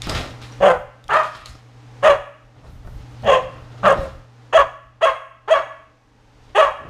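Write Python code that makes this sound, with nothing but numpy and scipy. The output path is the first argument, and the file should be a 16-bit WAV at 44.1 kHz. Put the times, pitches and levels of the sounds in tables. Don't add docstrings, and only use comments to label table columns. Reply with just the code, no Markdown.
import sys
import numpy as np
from scipy import signal
from scipy.fft import rfft, irfft
from scipy.io import wavfile
from scipy.ndimage import uniform_filter1d, minimum_filter1d

SR = 44100
rng = np.random.default_rng(int(sys.argv[2]) if len(sys.argv) > 2 else 0)


def master(y):
    cut = np.clip(np.atleast_2d(y).T, -1, 1)
    pcm = np.round(cut * 32767)
    wavfile.write(sys.argv[1], SR, pcm.astype(np.int16))


def convert_level_to_amplitude(level_db):
    exponent = np.asarray(level_db, float) / 20
    return 10 ** exponent


N = 303849

# (start [s], climb [s], high note [s], low note [s], fade [s])
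BARK_TIMES = [
    (.603, .026, .055, .028, .06),
    (1.088, .062, .022, .04, .035),
    (2.024, .026, .028, .042, .03),
    (3.224, .062, .014, .055, .04),
    (3.828, .034, .018, .044, .03),
    (3.978, .015, .02, .03, .02),
    (4.525, .027, .021, .044, .02),
    (5.008, .022, .021, .042, .016),
    (5.475, .036, .023, .032, .03),
    (6.547, .037, .023, .026, .055),
]


def puppy():
    # (climb from [Hz], climb to [Hz], high note [Hz], low note [Hz])
    notes_hz = [(514, 560, 575, 515), (396.4, 450, 610, 625), (507.2, 566, 625, 579), (689, 600, 570, 527),
                (653, 600, 580, 545), (541, 545, 550, 545), (372.3, 490, 658, 564), (369, 480, 660, 550),
                (380.5, 500, 652, 570), (371.5, 419, 636, 570)]
    # (first breath [dB], top of climb [dB], high note [dB], low note [dB], start of fade [dB])
    efforts = [(-15, -22, -6.5, -7, -18), (-24.5, -13, -10.5, -15.5, -23.5), (-22, -14, -7, -8, -16),
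               (-39, -16, -8.5, -7, -16), (-23.5, -14, -6, -8, -17), (-30, -27.5, -28.5, -26, -27.5),
               (-16.5, -16.5, -5, -7.5, -19), (-27.5, -23, -9.5, -12, -22.5), (-24.5, -22, -9, -12.5, -19),
               (-19, -13, -7.5, -8.5, -15)]
    voices = [(.6, .62, .33, 1, .6), (.6, .45, .55, .4, .3), (.5, .48, .42, .5, .4), (.8, .6, .4, .75, .1),
              (.7, .65, .5, .8, .35), (.3, .2, .2, 0, .1), (.7, .15, .42, .15, .15), (.45, 0, .38, .1, .2),
              (.3, .03, .35, .1, .1), (.25, .2, .33, .1, .3)]
    # (climb [dB], high note [dB], low note [dB])
    jaws = [(-28, -13, -4.5), (14, 24, 21), (-6, -2.5, -1.5), (-24, -7, 4), (-1.5, 2, -3), (-13, -17, -24),
            (-3.5, -10, 8.5), (7.5, -2.5, 14), (-2, -21, 16), (-9, 3.5, 13.5)]
    # (mouth resonance [Hz], mouth width [Hz], facing [dB])
    poses = [(1270, 520, -14.5), (1143, 690, 2), (1100, 810, -7), (1125, 72, -6), (1253, 430, -11.5),
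             (1150, 340, -19), (1090, 550, 0.5), (1090, 570, 4.5), (1145, 740, 1.5), (1073, 630, 3)]
    # (breath [dB], chest [dB], echo [dB])
    bodies = [(-4.5, -19.5, -4.5), (13, -26.5, 1.5), (-0.5, -25.5, -2), (-7, -13.5, -1.5), (-1.5, -13, -5),
              (-3.5, -30, 0), (-1, -31.5, -5), (3, -41.5, 2), (-1.5, -43, 3), (2.5, -36, 1)]
    direct, scattered = np.zeros(N), np.zeros(N)
    for *plan, pose, body in zip(BARK_TIMES, notes_hz, efforts, voices, jaws, poses, bodies):
        breath_db, chest_db, echo_db = body
        start, sound = bark(phrase(*plan), *pose, breath_db, chest_db)
        span = slice(start, start + len(sound))
        direct[span] += sound
        scattered[span] += convert_level_to_amplitude(echo_db) * sound
    return direct, scattered


def phrase(timing, notes, effort, voice, jaw):
    leap_s, drop_s, catch_s, stop_s = 0.01106, .005, 0.0075, .006
    high_rise, low_sag, fade_sag = .02, 0.98, 0.95
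    swell_db, catch_db, low_sag_db, fade_fall_db = 3, -7.5, -4, -10.5
    fade_rough, low_growl = .15, .6
    start, climb, high, low, fade = timing
    from_hz, to_hz, high_hz, low_hz = notes
    first_db, climb_db, high_db, low_db, fade_db = effort
    rough_in, rough_high, rough_low, growl_in, growl = voice
    climb_open_db, shut_db, wide_db = jaw
    steps = [0, climb - leap_s, leap_s, high, drop_s, catch_s, catch_s, low - 2 * catch_s, stop_s, fade]
    times = start + np.cumsum(steps)
    pitch = [from_hz, to_hz, high_hz * (1 - high_rise), high_hz * (1 + high_rise)]
    pitch += [low_hz] * 3 + [low_sag * low_hz] * 2 + [fade_sag * low_hz]
    level = [first_db, climb_db, high_db - swell_db, high_db]
    level += [low_db, low_db + catch_db, low_db, low_db + low_sag_db, fade_db, fade_db + fade_fall_db]
    rough = [rough_in] * 2 + [rough_high] * 2 + [rough_low] * 4 + [rough_low + fade_rough] * 2
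    growls = [growl_in] * 2 + [growl] * 2 + [low_growl * growl] * 6
    opening = [climb_open_db] * 2 + [shut_db] * 2 + [wide_db] * 6
    return list(zip(times, pitch, level, rough, growls, opening))


def bark(rows, mouth_hz, width_hz, facing_db, breath_db, chest_db):
    # (centre [Hz], width [Hz])
    throat = (630, 283)
    # (centre [Hz], width [Hz], level [dB])
    head = [(1792, 250, -12), (2440, 200, -25.5), (2829, 380, -17.5), (3274, 256, -22), (4600, 310, -55),
            (6500, 990, -38.5)]
    # (centre [Hz], width [Hz], level [dB])
    air = [(4700, 220, -54), (6760, 1200, -42), (8670, 2200, -42.5), (11300, 12000, -65)]
    start = round(rows[0][0] * SR)
    t = np.arange(start, round(rows[-1][0] * SR)) / SR
    size = len(t)
    pitch_hz, level_db, rough, growl, open_db = curve(rows, t)
    hoarse = 1.6 * np.clip(rough, 0, 1) ** 2
    growl = np.clip(growl, 0, 1)
    pitch_hz = pitch_hz * (1 + (.0025 + .06 * hoarse) * wander(size, 90))
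    phase = 2 * np.pi * np.cumsum(pitch_hz) / SR
    below_peak_db = level_db - level_db.max()
    facing_db = facing_db + 0.44 * below_peak_db
    tract = [(1, [(*throat, 0)]),
             (convert_level_to_amplitude(open_db - 3.5), [(mouth_hz, width_hz, 0)]),
             (convert_level_to_amplitude(facing_db), head)]

    tone = np.zeros(size)
    for third in range(2, 36):
        share = 1 if third % 3 == 0 else 0.69 * growl
        gain = sum(g * resonances(pitch_hz * third / 3, modes) for g, modes in tract)
        flutter = convert_level_to_amplitude((1.5 + 5 * hoarse) * min(third / 9, 1.3) * wander(size, 60))
        tone += share * gain * flutter * np.sin(phase * third / 3 - .12 * third ** 2)

    puffs = rng.standard_normal(size) * (1 + 0.3 * np.cos(phase))
    puffs = puffs / np.std(through(puffs, tract[0][1]))
    breath = sum(g * through(puffs, modes) for g, modes in tract)
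    breath = breath + convert_level_to_amplitude(facing_db + 5.5) * through(puffs, head)
    voice = tone + (.05 + .7 * hoarse) * breath
    gusts_db = .5 * below_peak_db + 3 * wander(size, 50)
    voice = voice + convert_level_to_amplitude(breath_db - 7.5 + gusts_db) * through(puffs, air)

    evened = voice / np.sqrt(uniform_filter1d(voice ** 2, size=500) + 1e-6)
    high_pass = signal.butter(6, 375, "high", fs=SR, output="sos")
    clear = signal.sosfilt(high_pass, evened * convert_level_to_amplitude(level_db))
    chest = convert_level_to_amplitude(level_db + chest_db + 8) * growl * np.sin(phase / 3)
    fade_in = np.clip((t - t[0]) / 0.008, 0, 1)
    fade_out = np.clip((t[-1] - t) / 0.0027, 0, 1)
    return start, (clear + chest) * fade_in * fade_out


def paws():
    grains = (rng.random(N) < 6000 / SR) * convert_level_to_amplitude(2.6 * np.minimum(rng.exponential(1, N), 3))
    grains = grains * rng.choice([-1, 1], N)
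    drum = floorboards(grains)
    return skids(grains, drum) + thuds(drum) + claw_taps() + collar_tag()


def floorboards(grains):
    # (centre [Hz], width [Hz], level [dB])
    boards = [(104, 90, 11.5), (166, 300, 4), (315, 32, -16), (600, 370, 5), (912, 500, -14.5),
              (1255, 310, -0.5), (1840, 110, -6.5)]
    return unit(through(grains, boards)) * convert_level_to_amplitude(1.8 * wander(N, 25))


def skids(grains, drum):
    # (centre [Hz], width [Hz], level [dB])
    claw_modes = [(1280, 560, -1.5), (2000, 510, -4.5), (3020, 2700, 3.5), (3900, 610, -6), (5210, 950, -5),
                  (6660, 850, -11.5), (8600, 5000, -17)]
    # (time [s], slide [s], claw scrape [dB], floorboard [dB])
    slides = [(.016, 0.039, -39.5, -48), (0.093, 0.024, -31, -21.5), (0.149, 0.037, -35.5, -24.5),
              (0.239, 0.014, -49.5, -39), (0.418, 0.019, -42.5, -45.5), (0.521, .02, -58, -52),
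              (1.23, 0.054, -45.5, -44.5), (1.35, 0.042, -53.5, -47.5), (1.46, .005, -40.5, -47),
              (2.55, 0.074, -68, -47.5), (2.646, 0.033, -59.5, -45.5), (2.85, 0.011, -68.5, -41.5),
              (2.98, 0.33, -61, -67), (3.4, .03, -57, -33.5), (3.5, 0.54, -59.5, -43),
              (3.96, 0.026, -50, -27.5), (4.03, 0.017, -50.5, -45), (6.42, 0.076, -64, -74),
              (6.8, 0.096, -87, -37)]
    t = np.arange(N)[::32] / SR
    scrape = unit(sum(through(grains, [mode]) * convert_level_to_amplitude(4 * wander(N, 14)) for mode in claw_modes))
    strokes = convert_level_to_amplitude([swells(t, s, slide, 1999, 150) for s, slide, *_ in slides])
    scrape_db, board_db = np.transpose(slides)[2:]
    return fine(convert_level_to_amplitude(scrape_db) @ strokes) * scrape + fine(convert_level_to_amplitude(board_db - 6.0) @ strokes) * drum


def thuds(drum):
    # (time [s], peak level [dB])
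    landings = [
        (0.071, -9),
        (0.128, -22),
        (0.199, -20),
        (1.552, -26.5),
        (2.848, -44),
        (2.874, -20.5),
        (3.98, -17.5),
        (4.046, -27.5),
    ]
    t = np.arange(N) / SR
    blows = np.zeros(N)
    for s, db in landings:
        after = np.clip(t - s, 0, 1)
        blows += convert_level_to_amplitude(db - 11 - 60 * after / 0.043) * (after > 0)
    return blows * signal.sosfilt(signal.butter(2, 2500, fs=SR, output="sos"), drum)


def claw_taps():
    # (time [s], peak level [dB], ring [Hz])
    taps = [
        (0.0195, -14, 3630),
        (0.0956, -11, 4950),
        (0.417, -38, 3560),
        (1.041, -35, 3640),
        (1.081, -27.5, 3220),
        (1.234, -26.5, 3600),
        (1.3478, -42, 3900),
        (1.4586, -21.5, 4260),
        (3.2241, -38.5, 4250),
        (3.245, -35, 3130),
    ]
    band = signal.butter(2, [2800, 8500], "band", fs=SR, output="sos")
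    crack = signal.sosfilt(band, rng.standard_normal(N))
    out = np.zeros(N)
    for s, db, hz in taps:
        out += ring(s, db - 4, hz, 0.011)
        out += np.abs(ring(s, db - 3, 250, 0.014)) * crack
    return out


def collar_tag():
    # (time [s], peak level [dB], ring [Hz], t60 [s])
    tinkles = [
        (.523, -39.5, 5720, 0.04),
        (1.36, -46, 5500, 0.025),
        (3.37, -44, 5600, 0.054),
    ]
    return sum(ring(*hit) for hit in tinkles)


def room(x):
    # (band centre [Hz], t60 [s])
    decay = [(200, 0.33), (500, 0.5), (1200, 0.61), (2400, 0.73), (4000, 0.47), (8000, 0.58), (14000, 0.82)]
    tail_db, near_db, near_t60_s = -13.5, -11, 0.14
    t = np.arange(SR) / SR
    echoes = rng.standard_normal(SR) * (rng.random(SR) < .01 + t / .1) * (t > .003)
    spectrum = rfft(echoes)
    log_hz = np.log(np.fft.rfftfreq(SR, 1 / SR) + 1)
    centres = np.log(np.array(decay)[:, 0])
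    tail = np.zeros(SR)
    for (_, t60), peak in zip(decay, np.eye(len(decay))):
        band = irfft(spectrum * np.interp(log_hz, centres, peak), SR)
        tail += band * convert_level_to_amplitude(-60 * t / t60) * (t > .003)
    near = echoes * convert_level_to_amplitude(-60 * t / near_t60_s)
    response = convert_level_to_amplitude(tail_db) * unit(tail) + convert_level_to_amplitude(near_db) * unit(near)
    return signal.fftconvolve(x, response / np.sqrt(SR))[:N]


def background():
    # (time [s], hum [dB], hiss [dB])
    place = [(0.0, -47.5, -47), (.6, -49.5, -45.5), (1.3, -50.5, -48.5), (2.0, -49, -46.5), (2.7, -54, -51),
             (3.2, -47.5, -48.5), (3.8, -39.5, -41), (4.5, -49.5, -45.5), (5.2, -58.5, -57.5),
             (5.7, -54.5, -49), (6.1, -65.5, -54), (6.55, -62.5, -53), (6.89, -54, -45)]
    t = np.arange(N) / SR
    gain_db = fine(gain_control_db(t[::32]))
    hum_db, hiss_db = curve(place, t) + gain_db
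    return convert_level_to_amplitude(hum_db) * mains_hum(t) + convert_level_to_amplitude(hiss_db) * air_hiss() + hand_rumble(t, gain_db)


def gain_control_db(t):
    duck_db, duck_s, recover_db_per_s = -11.5, 0.26, 16
    gains = []
    for start, *_ in BARK_TIMES:
        after = t - start
        duck = duck_db * np.clip(after / duck_s, 0, 1)
        recovery = recover_db_per_s * np.maximum(after - duck_s, 0)
        gains.append(np.minimum(duck + recovery, 0))
    return np.min(gains, axis=0)


def mains_hum(t):
    # (line [Hz], level [dB])
    lines = [(60, -18), (120, 12.5), (215, -21), (240, -17), (297, -8)]
    return sum(convert_level_to_amplitude(db - 0.5 + 1.2 * wander(N, 17)) * np.sin(2 * np.pi * hz * t) for hz, db in lines)


def air_hiss():
    # (frequency [Hz], density [dB per Hz])
    spectrum = [(76, -41.5), (130, -19.5), (294, -3.5), (388, -20), (428, -7.5), (718, -16.5), (777, -8.5),
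                (929, -14), (6260, -30), (15000, -54)]
    return coloured(rng.standard_normal(N), spectrum) * convert_level_to_amplitude(0.36 * wander(N, 3.1))


def hand_rumble(t, gain_db):
    # (time [s], hold [s], level [dB])
    shakes = [(.04, 0.026, -32.5), (0.147, 0.025, -25.5), (0.437, .01, -46), (0.603, .04, -38),
              (0.73, 0.072, -37), (1.07, 0.012, -41.5), (1.22, .02, -59), (1.4, .04, -48),
              (1.493, 0.035, -42), (2.098, 0.017, -34.5), (2.436, 0.03, -52), (2.702, 0.054, -35.5),
              (2.865, .12, -34.5), (3.116, .02, -41.5), (3.24, 0.075, -33), (3.425, .04, -45),
              (3.58, 0.054, -43.5), (3.85, .07, -39.5), (4.001, 0.018, -29), (4.07, .1, -41),
              (4.58, 0.045, -38.5), (4.857, 0.015, -55), (5.064, .02, -48), (5.55, .03, -51.5),
              (5.82, .01, -57), (6.592, 0.12, -47)]
    grip_db = -53
    thumps = [db + swells(t[::32], s, hold, 299.5, 162.5) for s, hold, db in shakes]
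    level_db = np.maximum(grip_db + gain_db, fine(np.max(thumps, axis=0)))
    spectrum = [(12, -24), (25, -2.0), (55, -1.0), (90, -7.0), (200, -20), (600, -57)]   # (Hz, dB)
    return convert_level_to_amplitude(level_db) * coloured(rng.standard_normal(N), spectrum)


def unit(x):
    return x / np.sqrt(np.mean(x ** 2) + 1e-20)


def curve(rows, t):
    s, *columns = np.transpose(rows)
    return [np.interp(t, s, c) for c in columns]


def coloured(x, points):
    hz = np.maximum(np.fft.rfftfreq(len(x), 1 / SR), 1)
    point_hz, point_db = np.transpose(points)
    gain = convert_level_to_amplitude(np.interp(np.log(hz), np.log(point_hz), point_db))
    return unit(irfft(rfft(x) * gain, len(x)))


def wander(size, rate_hz):
    r = np.exp(-2 * np.pi * rate_hz / SR)
    noise = rng.standard_normal(size + 4000)
    return unit(signal.lfilter([1], [1, -2 * r, r * r], noise)[4000:])


def resonances(hz, modes):
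    return sum(convert_level_to_amplitude(db) / (1 + ((hz - centre) / (width / 2)) ** 2) for centre, width, db in modes)


def through(x, modes):
    return irfft(rfft(x) * resonances(np.fft.rfftfreq(len(x), 1 / SR), modes), len(x))


def ring(at, peak_db, hz, t60):
    out, start = np.zeros(N), int(at * SR)
    t = np.arange(min(N - start, SR // 4)) / SR
    out[start:start + len(t)] = convert_level_to_amplitude(peak_db - 60 * t / t60) * np.sin(2 * np.pi * hz * t)
    return out


def swells(t, start, hold, rise_db_per_s, fall_db_per_s):
    rise = -rise_db_per_s * np.maximum(start - t, 0)
    return rise - fall_db_per_s * np.maximum(t - start - hold, 0)


def fine(coarse):
    return np.interp(np.arange(N) / 32, np.arange(len(coarse)), coarse)


def scene():
    direct, scattered = puppy()
    feet = paws()
    return (direct + feet + room(scattered + feet) + background())[None]


def band_limit(x):
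    return signal.sosfilt(signal.butter(12, 15660, fs=SR, output="sos"), x)


def record(dry):
    headroom = minimum_filter1d(np.minimum(.92 / (np.abs(dry) + 1e-9), 1), size=401)
    held = dry * uniform_filter1d(headroom, size=201)
    low_pass = signal.cheby2(12, 60, 15950, fs=SR, output="sos")
    mix = signal.sosfilt(low_pass, held)
    return band_limit(mix)


dry = scene()
out = record(dry)
master(out)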